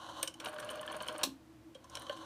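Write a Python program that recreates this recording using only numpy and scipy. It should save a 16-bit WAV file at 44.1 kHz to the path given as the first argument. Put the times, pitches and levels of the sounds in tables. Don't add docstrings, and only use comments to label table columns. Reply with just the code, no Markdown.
import sys
import numpy as np
from scipy import signal
from scipy.fft import rfft, irfft
from scipy.io import wavfile
from scipy.ndimage import uniform_filter1d, map_coordinates

SR = 44100
rng = np.random.default_rng(int(sys.argv[2]) if len(sys.argv) > 2 else 0)


def to_linear_factor(level_db):
    exponent = np.asarray(level_db, float) / 20
    return 10 ** exponent


def master(y):
    cut = np.clip(np.atleast_2d(y).T, -1, 1)
    pcm = np.round(cut * 32767)
    wavfile.write(sys.argv[1], SR, pcm.astype(np.int16))


N = 99225
T = np.arange(N) / SR
HZ = np.fft.rfftfreq(1 << 17, 1 / SR)

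# (frequency [Hz], width [Hz], level [dB])
PLATE_MODES = [(2395, 340, -10.5), (3020, 295, -0.5), (3287, 320, -5), (3820, 820, -9.5), (4360, 150, -9)]
# (frequency [Hz], width [Hz], level [dB])
SHELL_MODES = [(560.5, 99, 9.5), (724, 120, -28), (1116, 135, 3.5), (1520, 190, 1.5), (1755, 68, 1.5)]


def unit(x):
    return x / np.sqrt(np.mean(x ** 2) + 1e-20)


def along(points, hz):
    f, v = np.transpose(points)
    return np.interp(np.log(hz + 1), np.log(f + 1), v)


def level(rows, column=1):
    r = np.array(rows)
    return to_linear_factor(np.interp(T, r[:, 0], r[:, column], -150, -150))


def wobble(rate):
    knots = rng.standard_normal(int(N * rate / SR) + 4)
    return map_coordinates(knots, [T * rate])


def body(x, peaks, bed=((1, -60),), bed_db=0):
    low_cut = np.minimum(HZ / bed[0][0], 1) ** 4
    power = to_linear_factor(2 * (along(bed, HZ) + bed_db)) * low_cut
    for hz, width, db in peaks:
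        power = power + to_linear_factor(2 * db) / (1 + (2 * (HZ - hz) / width) ** 2) ** 1.86
    cepstrum = irfft(np.log(power / power.mean() + 1e-12) / 2)
    half = len(HZ) - 1
    cepstrum[1:half] *= 2
    cepstrum[half + 1:] = 0
    return irfft(rfft(x, 2 * half) * np.exp(rfft(cepstrum)))[:N]


def bursts(times, dbs, lengths, rise=0.22):
    t = np.arange(SR // 8) / SR
    out = np.zeros(N + len(t))
    for s, db, length in zip(times, dbs, np.maximum(lengths, 1e-3)):
        attack = (1 - np.exp(-t / (rise * length))) ** 2
        shape = attack * to_linear_factor(db - 20 * t / length)
        out[round(s * SR):][:len(t)] += shape * np.sign(rng.standard_normal(len(t)))
    return out[:N]


def grit(rate, spread_db, smooth):
    struck = rng.random(N) < rate / SR
    hits = struck * to_linear_factor(spread_db * rng.exponential(size=N)) * rng.standard_normal(N)
    return unit(unit(hits) + smooth * rng.standard_normal(N))


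def ringing(rings):
    out = np.zeros(N)
    for s, hz, db, t60 in rings:
        t = np.maximum(T - s, 0)
        envelope = (1 - np.exp(-t / 0.0015)) * to_linear_factor(db - 60 * t / t60)
        out += envelope * np.sin(2 * np.pi * hz * t)
    return out


def winding():
    # (time [s], level [dB])
    first_pull = [
        (0, -51),
        (.07, -52),
        (.1, -46.5),
        (.13, -52.5),
        (.22, -47.5),
        (.26, -54),
        (.31, -69),
        (.4, -61.5),
    ]
    # (time [s], level [dB])
    second_pull = [
        (1.8, -71),
        (1.9, -68),
        (1.94, -52),
        (2.02, -51.5),
        (2.05, -57.5),
        (2.12, -53),
        (2.25, -54.5),
    ]
    # (frequency [Hz], width [Hz], level [dB])
    wind_modes = [(556, 83, -6), (732, 96, -7), (1053, 118, 1), (1468, 360, -9.5), (3020, 104, -9),
                  (3955, 300, -13), (4330, 164, -15), (6150, 1150, -22.5)]
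    # (frequency [Hz], level [dB])
    wind_bed = [(180, -26.5), (300, -12.5), (404, -18.5), (1050, -6), (1970, -50), (3070, -11.5),
                (4960, -29.5), (9600, -29.5), (15500, -48)]
    unsteady = to_linear_factor(0.5 + 1.8 * wobble(34.81) + 1.0 * wobble(200))
    effort = (level(first_pull) + level(second_pull)) * unsteady
    rubbing = effort * grit(rate=3000, spread_db=-4.6, smooth=1.0)
    return body(rubbing, wind_modes, wind_bed, bed_db=-1)


def fans():
    # (frequency [Hz], level [dB])
    air_bed = [(15, -62), (25, -35.5), (113, -14.5), (281, -27), (313, -4.5), (368, -28.5), (666, -25),
               (741, -27), (15500, -50.5)]
    # (frequency [Hz], width [Hz], level [dB])
    fan_hums = [(71.2, 3.8, -72.5), (121.4, 11, -72.5), (262, 79, -68.5), (325, 13.6, -62.5)]
    air = body(rng.standard_normal(N), [], air_bed)
    hums = 0
    for hz, width, db in fan_hums:
        hum = body(rng.standard_normal(N), [(hz, width, 0)], [(1, -62)])
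        hums = hums + to_linear_factor(db) * unit(hum)
    return to_linear_factor(-61) * air + hums


def contact_snaps():
    # (time [s], peak level [dB])
    snap_events = [(0.2272, -19.5), (0.446, -35.5), (0.475, -41.5), (0.484, -45), (0.492, -43),
                   (0.5274, -49), (0.542, -47.5), (0.581, -47), (0.5939, -45), (0.6001, -40), (0.6457, -44),
                   (0.687, -48), (0.7006, -41), (0.7072, -37), (.7135, -44), (0.7548, -39.5), (0.811, -38),
                   (0.8629, -41.5), (0.918, -42), (0.924, -45), (.952, -54), (0.965, -39), (1.022, -37),
                   (1.029, -49), (1.063, -50), (1.077, -35), (1.085, -42), (1.125, -44), (1.14, -54),
                   (1.1792, -37), (1.901, -65), (1.9938, -42.5), (2.019, -43), (2.032, -57)]
    # (frequency [Hz], width [Hz], level [dB])
    spring_modes = [(6400, 1400, -7), (8520, 530, -3), (9360, 600, -0.5), (10720, 2200, -4.5),
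                    (13800, 2500, -9.5)]
    s, db = np.transpose(snap_events)
    out = 0
    for hz, width, mode_db in spring_modes:
        uneven_db = 1.7 * rng.standard_normal(len(s))
        snap = bursts(s, db + mode_db - 4.5 + uneven_db, np.full(len(s), 0.0062), rise=0.12)
        out = out + body(snap, [(hz, width, 0)], [(3000, -24.5), (15000, -30)])
    return out


def knocking():
    # (time [s], plate level [dB], shell level [dB], metal level [dB], length [s])
    knock_events = [(0.2279, -26, -37.5, -36, 0.011), (0.274, -33.5, -47, -33.5, 0.013),
                    (0.3392, -50, -59, -46, 0.009), (0.398, -36.5, -46.5, -43.5, 0.017),
                    (0.441, -38, -48, -61, 0.016), (0.597, -42, -44, -49.5, 0.015),
                    (0.698, -42, -49, -51, 0.013), (0.7736, -50, -42, -60, 0.0035),
                    (0.4575, -27, -49, -41, 0.0073), (1.0833, -27, -49, -39, 0.0062),
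                    (1.7456, -49.5, -58.5, -56, 0.02), (1.84, -55.5, -61.5, -57, 0.017),
                    (1.896, -64, -60, -48.5, 0.011), (1.951, -34.5, -54, -36.5, 0.011),
                    (1.9702, -27.5, -39.5, -43.5, 0.0057), (2.018, -42, -44.5, -60, 0.0064),
                    (2.0655, -40.5, -49, -56, 0.011), (2.0948, -31.5, -34.5, -53, 0.0071),
                    (2.163, -49, -56, -55, 0.029), (2.227, -54, -50, -76, 0.0041)]
    # (frequency [Hz], width [Hz], level [dB])
    metal_modes = [(5280, 760, -6), (8520, 1100, -4.5), (9800, 230, -4)]
    s, plate_db, shell_db, metal_db, length = np.transpose(knock_events)
    plate = bursts(s, plate_db + 4, 0.6 * length)
    shell = bursts(s, shell_db + 9, 1.22 * length)
    metal = bursts(s, metal_db + 6, 0.6 * length)
    return (body(plate, PLATE_MODES, [(1800, -49), (2500, -40.5), (5000, -33.0), (8000, -43)])
            + body(shell, SHELL_MODES, [(200, -47), (500, -22.5), (2200, -12.5), (3000, -34)])
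            + body(metal, metal_modes, [(4000, -49), (5500, -0.5), (11000, -21), (15500, -21.5)]))


def light_touches():
    # (time [s], frequency [Hz], level [dB], t60 [s])
    touched_modes = [
        (.274, 3047, -29, 0.032),
        (.3405, 3020, -42.5, 0.034),
        (1.7495, 3230, -46.5, 0.053),
        (1.7525, 520, -43.5, 0.081),
        (1.843, 1014, -51.5, 0.082),
        (.353, 800, -48, 0.033),
    ]
    return ringing(touched_modes)


def spinning():
    # (time [s], level [dB])
    gear_rattle = [
        (.399, -57),
        (.41, -55.5),
        (.43, -55.5),
        (.47, -49.5),
        (.56, -55.5),
        (.72, -52.5),
        (1.1, -54.5),
        (1.235, -51.5),
    ]
    tooth_mesh = sum([ [(0.45, 604, -73), (0.462, 608.1, -51), (0.494, 612, -48.5), (0.528, 611, -65),
                  (0.536, 609.7, -45.5), (0.632, 605.4, -52.5), (0.646, 602.5, -46.5), (0.792, 610.6, -51),
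                  (0.8, 605, -44)], [(0.81, 610.3, -44.5), (0.892, 613.3, -51), (0.98, 609, -46),
                  (0.998, 606, -59), (1.018, 609.0, -47.5), (1.09, 615.2, -57), (1.12, 614.7, -46.5),
                  (1.162, 612, -53), (1.235, 609, -49)], ], [])
    # (frequency [Hz], width [Hz], level [dB])
    spin_modes = [(520, 83, -7), (755, 34, -2.5), (1054, 310, -3.5), (1465, 234, -7), (1645, 36, -4.5),
                  (2900, 400, -18), (4330, 230, -20.5)]
    # (frequency [Hz], level [dB])
    spin_bed = [(88, -48), (150, -10), (404, -13), (607, -1), (827, -17.5), (2980, -15.5), (4900, -26),
                (9540, -34.5), (15500, -48)]
    rattle = level(gear_rattle) * to_linear_factor(4.0 + 3.32 * wobble(89.83))
    rattle = rattle * grit(rate=3000, spread_db=1.26, smooth=0.71)
    s, hz, _ = np.transpose(tooth_mesh)
    mesh_hz = np.interp(T, s, hz) * (1 + 0.0059 * wobble(130))
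    swell = uniform_filter1d(level(tooth_mesh, column=2), size=200)
    roughness = to_linear_factor(2.0 + 2.2 * wobble(60))
    tone = swell * roughness * np.sin(2 * np.pi * np.cumsum(mesh_hz) / SR)
    return body(rattle, spin_modes, spin_bed, bed_db=-3.5) + tone


def governor_ticks():
    # (time [s], peak level [dB], note [Hz])
    tick_events = [(0.4846, -36, 2920), (0.5099, -63, 3220), (0.5373, -44, 2800), (0.5626, -42, 2980),
                   (0.5851, -36.5, 3000), (0.6178, -52, 2900), (0.6429, -69, 2900), (0.6695, -52, 3100),
                   (0.691, -37, 2980), (0.7159, -42, 3120), (0.74, -42.5, 2850), (0.7733, -46, 2820),
                   (0.7938, -41, 2993), (0.8298, -41, 2900), (0.8522, -59, 3030), (0.8769, -33.5, 3050),
                   (0.8989, -39, 3020), (0.9256, -35, 3230), (0.9514, -43, 2848), (0.9644, -56, 2850),
                   (1.0034, -37.5, 3000), (1.0316, -38, 3063), (1.0439, -45, 2980), (1.0558, -43, 2944),
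                   (1.0693, -39, 2900), (1.1065, -44, 2890), (1.1405, -47, 2900), (1.1607, -40, 2980),
                   (1.191, -45, 3000), (1.2125, -38, 2745)]
    s, db, note_hz = np.transpose(tick_events)
    modes = PLATE_MODES + [(hz, width, shell_db - 6.0) for hz, width, shell_db in SHELL_MODES[2:]]
    out = 0
    for hz, width, mode_db in modes:
        uneven_db = 3 * rng.standard_normal(len(s))
        push = bursts(s, db + mode_db + 5 + uneven_db, np.full(len(s), 0.0017))
        out = out + body(push, [(hz, 1.08 * width, 0)], [(hz, -33), (9000, -40), (14000, -60)])
    note_t60_s = 0.022
    return out + ringing([(at, hz, peak - 2.5, note_t60_s) for at, peak, hz in zip(s, db, note_hz)])


def homing():
    # (time [s], peak level [dB], length [s])
    slam = [
        (1.2318, -18.5, 0.0042),
        (1.2335, -14, 0.005),
        (1.2362, -12.5, 0.006),
        (1.239, -27.5, 0.024),
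        (1.24, -44, 0.075),
    ]
    # (frequency [Hz], width [Hz], level [dB])
    slam_modes = [(566, 92, 3.8), (1080, 140, 4.4), (2900, 700, 0.98), (4060, 410, 7.4)]
    # (frequency [Hz], level [dB])
    slam_bed = [(71, -53), (120, -11), (1120, -1), (1910, -11.5), (4050, 0), (4760, -9), (5490, -1.5),
                (15500, -13)]
    # (frequency [Hz], width [Hz], level [dB])
    desk_modes = [(268.5, 18, 3), (305, 93, -3)]
    s, db, length = np.transpose(slam)
    desk_push = bursts([1.24], [-34], [.06])
    thump = body(desk_push, desk_modes, [(150, -18.0), (200, -8), (400, -35), (1000, -67)])
    return body(bursts(s, db, length), slam_modes, slam_bed, bed_db=1.0) + thump


def walls(x):
    # (frequency [Hz], t60 [s])
    room_t60 = [(200, 0.24), (2000, 0.18), (12000, 0.13)]
    out = np.zeros(N + SR)
    chunk, delay = 2048, 200
    for start in range(0, N, chunk):
        hz, t, z = signal.stft(rng.standard_normal(SR // 4), SR, nperseg=256)
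        decay = to_linear_factor(-60 * t / along(room_t60, hz)[:, None])
        tail = signal.istft(z * decay, SR, nperseg=256)[1]
        wet = signal.fftconvolve(x[start:start + chunk], tail / np.linalg.norm(tail))
        out[start + delay:][:len(wet)] += wet
    return out[:N]


def scene():
    dial = winding() + spinning() + homing()
    phone = dial + contact_snaps() + governor_ticks() + knocking() + light_touches()
    wet_db = -11.5
    return (phone + to_linear_factor(wet_db) * walls(phone) + fans())[None]


def band_limit(x):
    return signal.sosfilt(signal.butter(12, 16210, fs=SR, output="sos"), x)


def record(dry):
    top_hz = 15150
    limit = signal.butter(24, top_hz, fs=SR, output="sos")
    return band_limit(signal.sosfilt(limit, dry))


dry = scene()
out = record(dry)
master(out)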